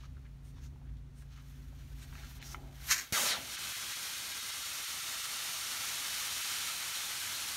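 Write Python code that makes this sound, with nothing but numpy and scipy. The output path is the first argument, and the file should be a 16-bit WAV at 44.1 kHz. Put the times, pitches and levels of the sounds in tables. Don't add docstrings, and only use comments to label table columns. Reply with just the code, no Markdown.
import sys
import numpy as np
from scipy import signal
from scipy.fft import rfft, irfft, next_fast_len
from scipy.io import wavfile
from scipy.ndimage import map_coordinates

SR = 44100
rng = np.random.default_rng(int(sys.argv[2]) if len(sys.argv) > 2 else 0)


def dump(signal):
    limited = np.clip(np.atleast_2d(signal).T, -1, 1)
    pcm = np.round(limited * 32767).astype(np.int16)
    wavfile.write(sys.argv[1], SR, pcm)


N = 333396
TIME = np.arange(N) / SR
CUTOFF_HZ = 15750
OPEN_S, HAND_LEAVES_S = 3.1235, 3.309


def from_db(db):
    return 10 ** (np.asarray(db) / 20)


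def rms_one(x):
    return x / np.sqrt(np.mean(x ** 2) + 1e-20)


def in_time(rows):
    s, *columns = np.transpose(rows)
    return [np.interp(TIME, s, c) for c in columns]


def between(start, end, rise, fall):
    return np.clip((TIME - start) / rise, 0, 1) * np.clip((end - TIME) / fall, 0, 1)


def swell(start, hold_s, attack_s, release_s):
    early = np.maximum(start - TIME, 0)
    late = np.maximum(TIME - start - hold_s, 0)
    return 10 ** -np.minimum(early / attack_s + late / release_s, 10)


def drift(rate):
    r = np.exp(-80 * np.pi * rate / SR)
    slow = signal.lfilter([1], [1, -2 * r, r * r], rng.standard_normal(N // 40 + 2002))[2000:]
    return np.interp(np.arange(N) / 40, np.arange(len(slow)), rms_one(slow))


def noise(colour):
    hz, db = np.transpose(colour)
    size = next_fast_len(N)
    bins = np.maximum(np.arange(size // 2 + 1) * SR / size, 1)
    shape = from_db(np.interp(np.log(bins), np.log(hz), db))
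    shape = shape * np.minimum(bins / hz[0], 1) ** 2
    shape = shape * (bins < CUTOFF_HZ)
    return rms_one(irfft(rfft(rng.standard_normal(size)) * shape, size)[:N])


def butter(x, hz, kind, order=2):
    return signal.sosfilt(signal.butter(order, hz, kind, fs=SR, output="sos"), x)


def resonance(hz, width_hz):
    return signal.iirpeak(hz, hz / width_hz, fs=SR)


def boosted(x, modes):
    for hz, width_hz, db in modes:
        x = x + (from_db(db) - 1) * signal.lfilter(*resonance(hz, width_hz), x)
    return x


def swept(x, hz, design, span, size=128):
    out, state = np.zeros(N), np.zeros(2)
    for i in range(int(span[0] * SR), int(span[1] * SR), size):
        out[i:i + size], state = signal.lfilter(*design(hz[i]), x[i:i + size], zi=state)
    return out


def hiss(rush_gain, fizz_gain, colour, split_hz):
    rush = rms_one(butter(noise(colour), split_hz, "low", order=4))
    fizz = rms_one(butter(noise(colour), split_hz, "high", order=4))
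    return rush_gain * rush + fizz_gain * fizz


# (frequency [Hz], level [dB per Hz])
YARD = [(100, -3), (500, 5), (1500, -0.5), (3000, -5.5), (6000, -10.5), (10000, -15.5), (15500, -34)]


def yard():
    return from_db(-71.5) * noise(YARD)


ENGINE_HZ, ENGINE_DB = 27.54, -48.5
ENGINE_SAGS_S, ENGINE_SAG_DB_PER_S = 2.56, 9
ENGINE_FADES_S, ENGINE_FADE_S = 2.91, 0.22
# (multiple of the turning rate [-], level [dB])
ENGINE_ORDERS = [(2, -5), (3, -24), (4, -16.5), (5, -6.5), (6, -21), (7, -37), (8, -41), (8.79, -26),
                 (9.29, -22), (10, -29.5)]
# (frequency [Hz], level [dB per Hz])
RUMBLE = [(26, -20), (34, -15), (43, 2.5), (58, 6), (75, 1.5), (110, -6.5), (190, -21), (255, -12.5),
          (300, -24.5), (390, -24.5), (480, -37.5), (900, -57)]
# (time [s], level [dB])
RUMBLE_LEVEL = [(.2, -3), (.45, -2), (.9, -1.5), (1.4, -7), (1.65, -1.5), (2.2, -2), (2.6, -4)]


def engine():
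    turns = np.cumsum(ENGINE_HZ * (1 + 0.0045 * drift(3.6))) / SR
    tones = 0
    for multiple, db in ENGINE_ORDERS:
        gain = from_db(db + 1.2 * drift(9.3)) * np.sqrt(2)
        tones = tones + gain * np.sin(2 * np.pi * (multiple * turns + rng.random()))
    rumble = from_db(in_time(RUMBLE_LEVEL)[0] + 1.6 * drift(10.0)) * noise(RUMBLE)
    level_db = ENGINE_DB - ENGINE_SAG_DB_PER_S * np.maximum(TIME - ENGINE_SAGS_S, 0)
    return from_db(level_db) * (tones + rumble) * swell(0, ENGINE_FADES_S, 1, ENGINE_FADE_S)


RUB_RISE_S, RUB_T60_S = 0.0078, 0.076
RUB_GRAIN_DB = 6
# (time [s], level [dB], pitch [Hz])
RUBS = [(.044, -49.5, 1180), (.169, -53.5, 1450), (.258, -55, 1830), (.58, -55, 1100), (.735, -62, 700),
        (.76, -61, 850), (.816, -59, 780), (.858, -61, 1450), (.89, -58, 1900), (.97, -58, 3400),
        (1.222, -54, 1620), (1.335, -62, 2600), (1.379, -52, 1240), (1.727, -57, 686), (2.182, -47, 1890),
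        (2.239, -47, 1440), (2.41, -43.5, 2700)]
# (multiple of its pitch [-], width as a share of that [-], level [dB])
RUB_MODES = [(1, 0.31, 7), (1.5, 0.36, -25), (2.4, 0.44, -24)]


def rubs():
    out, t = np.zeros(N), np.arange(-SR // 30, SR // 5) / SR
    rise, fall = np.exp(-np.abs(t) / RUB_RISE_S), from_db(-60 * np.abs(t) / RUB_T60_S)
    shape = np.where(t < 0, rise, fall)
    slips = from_db(RUB_GRAIN_DB * drift(220))
    for s, db, pitch_hz in RUBS:
        at = max(int((s + t[0]) * SR), 0)
        scuff = rng.standard_normal(len(t)) * shape * slips[at:at + len(t)]
        rub = 0
        for multiple, width, mode_db in RUB_MODES:
            mode_hz = multiple * pitch_hz
            rub = rub + from_db(mode_db) * signal.lfilter(*resonance(mode_hz, width * mode_hz), scuff)
        rub = butter(rub, [.55 * pitch_hz, 3.2 * pitch_hz], "band")
        out[at:at + len(t)] += from_db(db) * rub / np.abs(rub).max()
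    return out


CUP_ATTACK_S, CUP_RELEASE_S = 0.39, 0.3
# (frequency [Hz], width [Hz], level [dB])
CUP_MODES = [(265, 42, -1), (347, 73, -5.5), (690, 230, -7)]
# (time [s], hold [s], level [dB])
CUPPINGS = [(2.19, 0.04, -64.5), (2.57, 0.084, -58), (2.986, 0.054, -60.5)]


def cupped_hand():
    draught = rng.standard_normal(N)
    hollow = sum(from_db(db) * signal.lfilter(*resonance(hz, width), draught) for hz, width, db in CUP_MODES)
    swells = [from_db(db) * swell(s, hold_s, CUP_ATTACK_S, CUP_RELEASE_S) for s, hold_s, db in CUPPINGS]
    closed = np.max(swells, axis=0)
    return rms_one(butter(hollow, 1140, "low")) * closed * between(-1, 3.06, .1, 0.026)


LEAK_FIZZ_DB = -1.5
WISP_ATTACK_S, WISP_RELEASE_S = 0.046, 0.029
SLIT_WIDTH_HZ, SLIT_BOOST_DB = 1500, 8
# (frequency [Hz], level [dB per Hz])
SEEP_COLOUR = [(400, -32), (800, -6.5), (1600, 2), (2500, -0.5), (4000, 0), (6200, 2), (8000, -1.5),
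               (10000, -3.5), (13000, -3.5), (15500, -7)]
# (time [s], level [dB])
LEAK = [(.1, -76), (1.1, -82), (1.48, -66), (1.72, -68.5), (2.0, -63.5), (2.07, -62.5), (2.16, -60),
        (2.52, -58.5), (2.59, -66), (2.72, -65), (2.84, -53), (3.04, -50.5), (3.11, -58)]
# (frequency [Hz], width [Hz], boost [dB])
THREAD_MODES = [(13300, 3500, 2)]
# (time [s], hold [s], rush level [dB], fizz level [dB], pitch of the slit [Hz])
WISPS = [(.01, 0.05, -62, -71, 6070), (0.455, 0.049, -74, -71, 9000), (0.56, 0.026, -66.5, -75, 5800),
         (0.636, 0.031, -64.5, -65, 6140), (1.181, 0.041, -70, -67, 8900), (1.322, 0.083, -63.5, -71, 6200),
         (1.494, .01, -82, -70, 12500), (1.785, 0.033, -66, -72, 6000), (2.024, 0.019, -55, -58, 7800),
         (2.165, .11, -57, -64, 6300), (2.302, 0.069, -71, -63, 13000), (2.457, 0.082, -60, -52.5, 5540),
         (2.871, 0.032, -48.5, -45.5, 11900)]


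def seep():
    steady = rms_one(hiss(1, from_db(LEAK_FIZZ_DB), SEEP_COLOUR, split_hz=4350))
    steady = from_db(in_time(LEAK)[0]) * boosted(steady, THREAD_MODES)
    rush = hiss(0.8, 0, SEEP_COLOUR, split_hz=4600)
    fizz = hiss(0, 1, SEEP_COLOUR, split_hz=3800)
    wisps = 0
    for s, hold_s, rush_db, fizz_db, slit_hz in WISPS:
        whistle = rms_one(boosted(fizz, [(slit_hz, SLIT_WIDTH_HZ, SLIT_BOOST_DB)]))
        air = from_db(rush_db) * rush + from_db(fizz_db) * whistle
        wisps = wisps + air * swell(s, hold_s, WISP_ATTACK_S, WISP_RELEASE_S)
    wisps = butter(wisps, .45 * SR, "low")
    sputter = from_db(1.14 * drift(60))
    return (steady + wisps) * sputter * (TIME < OPEN_S)


CLICK_RISE_S, CLICK_T60_S = 0.0006, 0.012
CLICK_TAIL_DB, CLICK_TAIL_T60_S = -19, 0.096
# (time [s], level [dB], pitch [Hz])
CLICKS = [(2.1263, -43, 1040), (2.153, -40, 1240), (2.313, -50, 900), (2.426, -35.5, 1800),
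          (2.545, -29.5, 995)]
# (multiple of its pitch [-], level [dB])
TICK_MODES = [(1, 0), (1.32, -1), (1.6, -8), (2, -3), (2.3, -5), (3, -12), (3.6, -14)]


def ticks():
    out, t = np.zeros(N), np.arange(SR // 5) / SR
    shape = (1 - np.exp(-t / CLICK_RISE_S)) * from_db(-60 * t / CLICK_T60_S)
    for s, db, pitch_hz in CLICKS:
        ring = 0
        for i, (multiple, mode_db) in enumerate(TICK_MODES):
            tone = np.sin(2 * np.pi * multiple * pitch_hz * t)
            ring = ring + (-1) ** i * from_db(mode_db) * shape * tone
        scrape = rms_one(butter(rng.standard_normal(len(t)), [.8 * pitch_hz, 2.2 * pitch_hz], "band"))
        scrape = scrape * from_db(CLICK_TAIL_DB - 60 * t / CLICK_TAIL_T60_S)
        at = int(s * SR)
        out[at:at + len(t)] += from_db(db) * (ring / np.abs(ring).max() + scrape)
    return out


SIZZLE_WIDTH_HZ, SPUTTER_DB = 1200, 2
# (frequency [Hz], level [dB per Hz])
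SPURT_COLOUR = [(200, -31), (600, -26), (1000, -11), (1700, -3), (2500, -3), (3500, -8), (4200, -3.5),
                (5200, 0.5), (6700, 3.5), (7700, -3), (10000, -12), (12000, -9.5), (15500, -18)]
# (frequency [Hz], width [Hz], boost [dB])
GAP_MODES = [(1024, 63, 9), (1700, 430, 8.5), (2400, 160, 2.5), (4160, 160, 5.5), (6000, 260, -5)]
# (time [s], hold [s], level [dB], tenfold rise [s], tenfold fall [s],
# pitch of its sizzle [Hz], boost of the sizzle [dB])
SPURTS = [(2.899, 0.1, -38.5, 0.037, 0.061, 13500, 5), (2.911, 0.016, -23.5, 0.019, 0.035, 11100, 3.5)]


def spurt():
    out = 0
    for s, hold_s, db, attack_s, release_s, sizzle_hz, sizzle_db in SPURTS:
        air = rms_one(boosted(noise(SPURT_COLOUR), GAP_MODES + [(sizzle_hz, SIZZLE_WIDTH_HZ, sizzle_db)]))
        out = out + from_db(db) * swell(s, hold_s, attack_s, release_s) * air
    return out * from_db(SPUTTER_DB * drift(140))


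BLAST_DB, BLAST_RELEASE_S = -33, 0.13
BLAST_FULL_S, BLAST_BUILD_S = 3.143, 0.069
EDGE_NEAR_HZ, EDGE_FAR_HZ, EDGE_SINKS_S, EDGE_SINK_TIME_S = 25000, 3800, 3.255, 0.044
HOLLOW_WIDTH, FINGER_GAP_WIDTH, FINGER_GAP_DB = 0.35, .2, 5
HOLLOW_OVERTONE, OVERTONE_DB = 2.4, 2
BUFFET_DB, BUFFET_DB_PER_OCTAVE, BUFFET_RELEASE_S = -49, 5, 0.28
# (frequency [Hz], level [dB per Hz])
BLAST_COLOUR = [(100, -37), (400, -4.5), (600, -1.5), (780, -2.5), (1000, -1.5), (2000, -0.5), (4000, 2),
                (6500, -0.5), (8500, -0.5), (12000, -3), (15500, -11)]
# (frequency [Hz], level [dB per Hz])
BUFFET = [(25, -22), (70, -15), (250, 3), (500, -17), (1000, -13.5)]
# (time [s], pitch [Hz], boost [dB])
HOLLOW = [(3.124, 1980, 11.5), (3.15, 1740, 8), (3.178, 1200, 10.5), (3.205, 870, 5), (3.235, 500, 9),
          (3.26, 1050, 6.5), (3.285, 1820, 3.5), (3.318, 1950, 8), (3.345, 1330, 9.5), (3.38, 660, 8.5)]
# (time [s], pitch [Hz])
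FINGER_GAP = [(3.124, 6200), (3.19, 6600), (3.245, 7150), (3.275, 5700), (3.302, 4500), (3.35, 3530),
              (3.4, 2700)]


def blast():
    hollow_hz, hollow_db = in_time(HOLLOW)
    gap_hz, = in_time(FINGER_GAP)
    nearness = np.exp(-np.maximum(TIME - EDGE_SINKS_S, 0) / EDGE_SINK_TIME_S)
    edge_hz = np.minimum(EDGE_FAR_HZ + (EDGE_NEAR_HZ - EDGE_FAR_HZ) * nearness, .45 * SR)
    span = (3.1, 3.6)
    modes = [(hollow_hz, HOLLOW_WIDTH, hollow_db),
             (HOLLOW_OVERTONE * hollow_hz, HOLLOW_WIDTH, OVERTONE_DB),
             (gap_hz, FINGER_GAP_WIDTH, FINGER_GAP_DB)]
    roar = noise(BLAST_COLOUR)
    for centre_hz, width, db in modes:
        ringing = swept(roar, centre_hz, lambda hz: resonance(hz, width * hz), span)
        roar = roar + (from_db(db) - 1) * ringing
    dulled = swept(roar, edge_hz, lambda hz: signal.butter(2, hz, fs=SR), span)
    roar = dulled * np.sqrt(1 + (2900 / edge_hz) ** 2) + from_db(-10.0) * noise(BLAST_COLOUR)
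    roar = roar * from_db(BLAST_DB + 0.39 * drift(50)) * swell(0, HAND_LEAVES_S, 1, BLAST_RELEASE_S)
    depth = np.log2(1000 / hollow_hz)
    buffet = noise(BUFFET) * from_db(BUFFET_DB + BUFFET_DB_PER_OCTAVE * depth)
    buffet = buffet * swell(0, HAND_LEAVES_S, 1, BUFFET_RELEASE_S)
    opening = between(OPEN_S, 3.58, 0.0012, 0.028) * swell(BLAST_FULL_S, N / SR, BLAST_BUILD_S, 1)
    return (roar + buffet) * opening


THUMP_DB, CRACK_DB, GUST_DB = -26.5, -29, -33


def pop():
    age = np.maximum(TIME - OPEN_S - .0007, 0)
    slug = np.exp(-age / 0.0023) - np.exp(-age / 0.00011)
    thump = butter(slug, [65, 450], "band")
    crack = noise(BLAST_COLOUR) * np.exp(-age / 0.0016) * (age > 0)
    gust = noise(BUFFET) * np.exp(-age / 0.01) * (age > 0)
    return from_db(THUMP_DB) * thump + from_db(CRACK_DB) * crack + from_db(GUST_DB) * gust


# (frequency [Hz], level [dB per Hz])
EDDIES = [(25, -26), (45, -3.5), (80, 2.5), (150, -3), (280, -7), (450, -12.5), (900, -20)]
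# (time [s], level [dB])
EDDY_LEVEL = [(3.4, -56.5), (4.6, -61), (6.2, -60), (6.8, -61), (7.3, -59)]


def low_eddies():
    return from_db(in_time(EDDY_LEVEL)[0]) * noise(EDDIES) * between(3.04, 9, 0.2, .1)


JET_FULL_S, JET_ATTACK_S = 3.53, 0.35
# (time [s], rush level [dB], fizz level [dB])
JET = [(3.5, -45.5, -43.5), (3.63, -44.5, -42.5), (4.3, -46, -43), (6.21, -42, -39.5), (6.63, -42, -39),
       (6.76, -43.5, -41), (7.56, -43.5, -40.5)]
# (frequency [Hz], level [dB per Hz])
JET_COLOUR = [(250, -14.5), (480, -17), (800, -8.5), (1200, -2), (2300, -1), (3700, 1), (6200, -0.5),
              (9300, -3.5), (12700, -7), (15500, -15)]


def jet():
    rush_db, fizz_db = in_time(JET)
    air = hiss(from_db(rush_db), from_db(fizz_db), JET_COLOUR, split_hz=3990)
    air = air * from_db(0.67 + 0.51 * drift(32))
    return air * swell(JET_FULL_S, N / SR, JET_ATTACK_S, 1) * (TIME > OPEN_S)


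# (delay [s], level [dB], top edge [Hz])
ECHOES = [(.0016, -40.5, 9000), (.0023, -41, 9000), (.0031, -28, 12000), (.0039, -39, 12000),
          (.0059, -22.5, 11900), (.00728, -13.5, 2500), (0.011, -21, 12000), (0.012, -33, 9900)]
# (frequency [Hz], width [Hz], boost [dB])
RIM_MODES = [(570, 16, 1.5), (700, 38, 0.5), (804, 11, -4)]


def wheel(x):
    out, samples = x, np.arange(N)
    for delay_s, db, edge_hz in ECHOES:
        lag = (delay_s + .00006 * drift(.5)) * SR
        dull = butter(x, edge_hz, "low", order=1)
        out = out + from_db(db) * map_coordinates(dull, [samples - lag], order=3)
    return boosted(out, RIM_MODES)


SCATTER_DELAYS_S, SCATTER_SWAY_S = (.0008, .007), .00007
# (time [s], level [dB])
SCATTER = [(3.3, -12), (5.2, -11.5), (6, -15)]


def scattered(x, count=12):
    echoes = 0
    for delay_s in rng.uniform(*SCATTER_DELAYS_S, count):
        lag = (delay_s + SCATTER_SWAY_S * drift(.4)) * SR
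        echoes = echoes + rng.choice([-1, 1]) * np.interp(np.arange(N) - lag, np.arange(N), x)
    return x + from_db(in_time(SCATTER)[0]) * butter(echoes, 550, "high") / np.sqrt(count)


THINNING_S, THIN_BASS_HZ, THIN_TREBLE_HZ = 0.013, 1050, 5500
# (time [s], bass dip [dB], treble dip [dB])
THINNING = [(1.402, 1, 3), (2.342, 7, 3), (2.403, -5, 16), (3.573, 11, 10), (3.746, 44, 2), (3.942, 16, 2),
            (4.157, 5, 1), (4.338, 4, 3), (4.411, 10, 2), (4.526, 9, 2), (4.641, 12, 1), (4.863, 34, 3),
            (5.015, 12, 1), (5.222, 14, 1), (6.428, 16, 0), (6.94, 10, 1)]


def thinned(air):
    bass_db, top_db = 0, 0
    for s, bass_dip_db, top_dip_db in THINNING:
        dip = np.exp(-np.abs((TIME - s) / THINNING_S) ** 3)
        bass_db = bass_db + bass_dip_db * dip
        top_db = top_db + top_dip_db * dip
    bass = signal.sosfiltfilt(signal.butter(6, THIN_BASS_HZ, fs=SR, output="sos"), air)
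    top = signal.sosfiltfilt(signal.butter(2, THIN_TREBLE_HZ, "high", fs=SR, output="sos"), air)
    middle = air - bass - top
    return bass * from_db(-bass_db) + middle + top * from_db(-top_db)


def scene():
    at_wheel = seep() + cupped_hand() + rubs() + ticks() + spurt() + blast() + jet()
    valve = from_db(-0.85) * scattered(wheel(at_wheel)) + pop()
    mono = engine() + thinned(yard() + valve + low_eddies())
    return np.array([mono, mono])


# (frequency [Hz], width [Hz], change [dB])
PORT_DIPS = [(4910, 340, -6), (7720, 710, -4.5), (10460, 570, -6)]


def record(dry):
    coloured = from_db(0.5) * boosted(dry, PORT_DIPS)
    rounded = coloured / (1 + (coloured / .165) ** 4) ** .25
    return signal.sosfilt(signal.ellip(12, .1, 70, CUTOFF_HZ, fs=SR, output="sos"), rounded)


dry = scene()
out = record(dry)
dump(out)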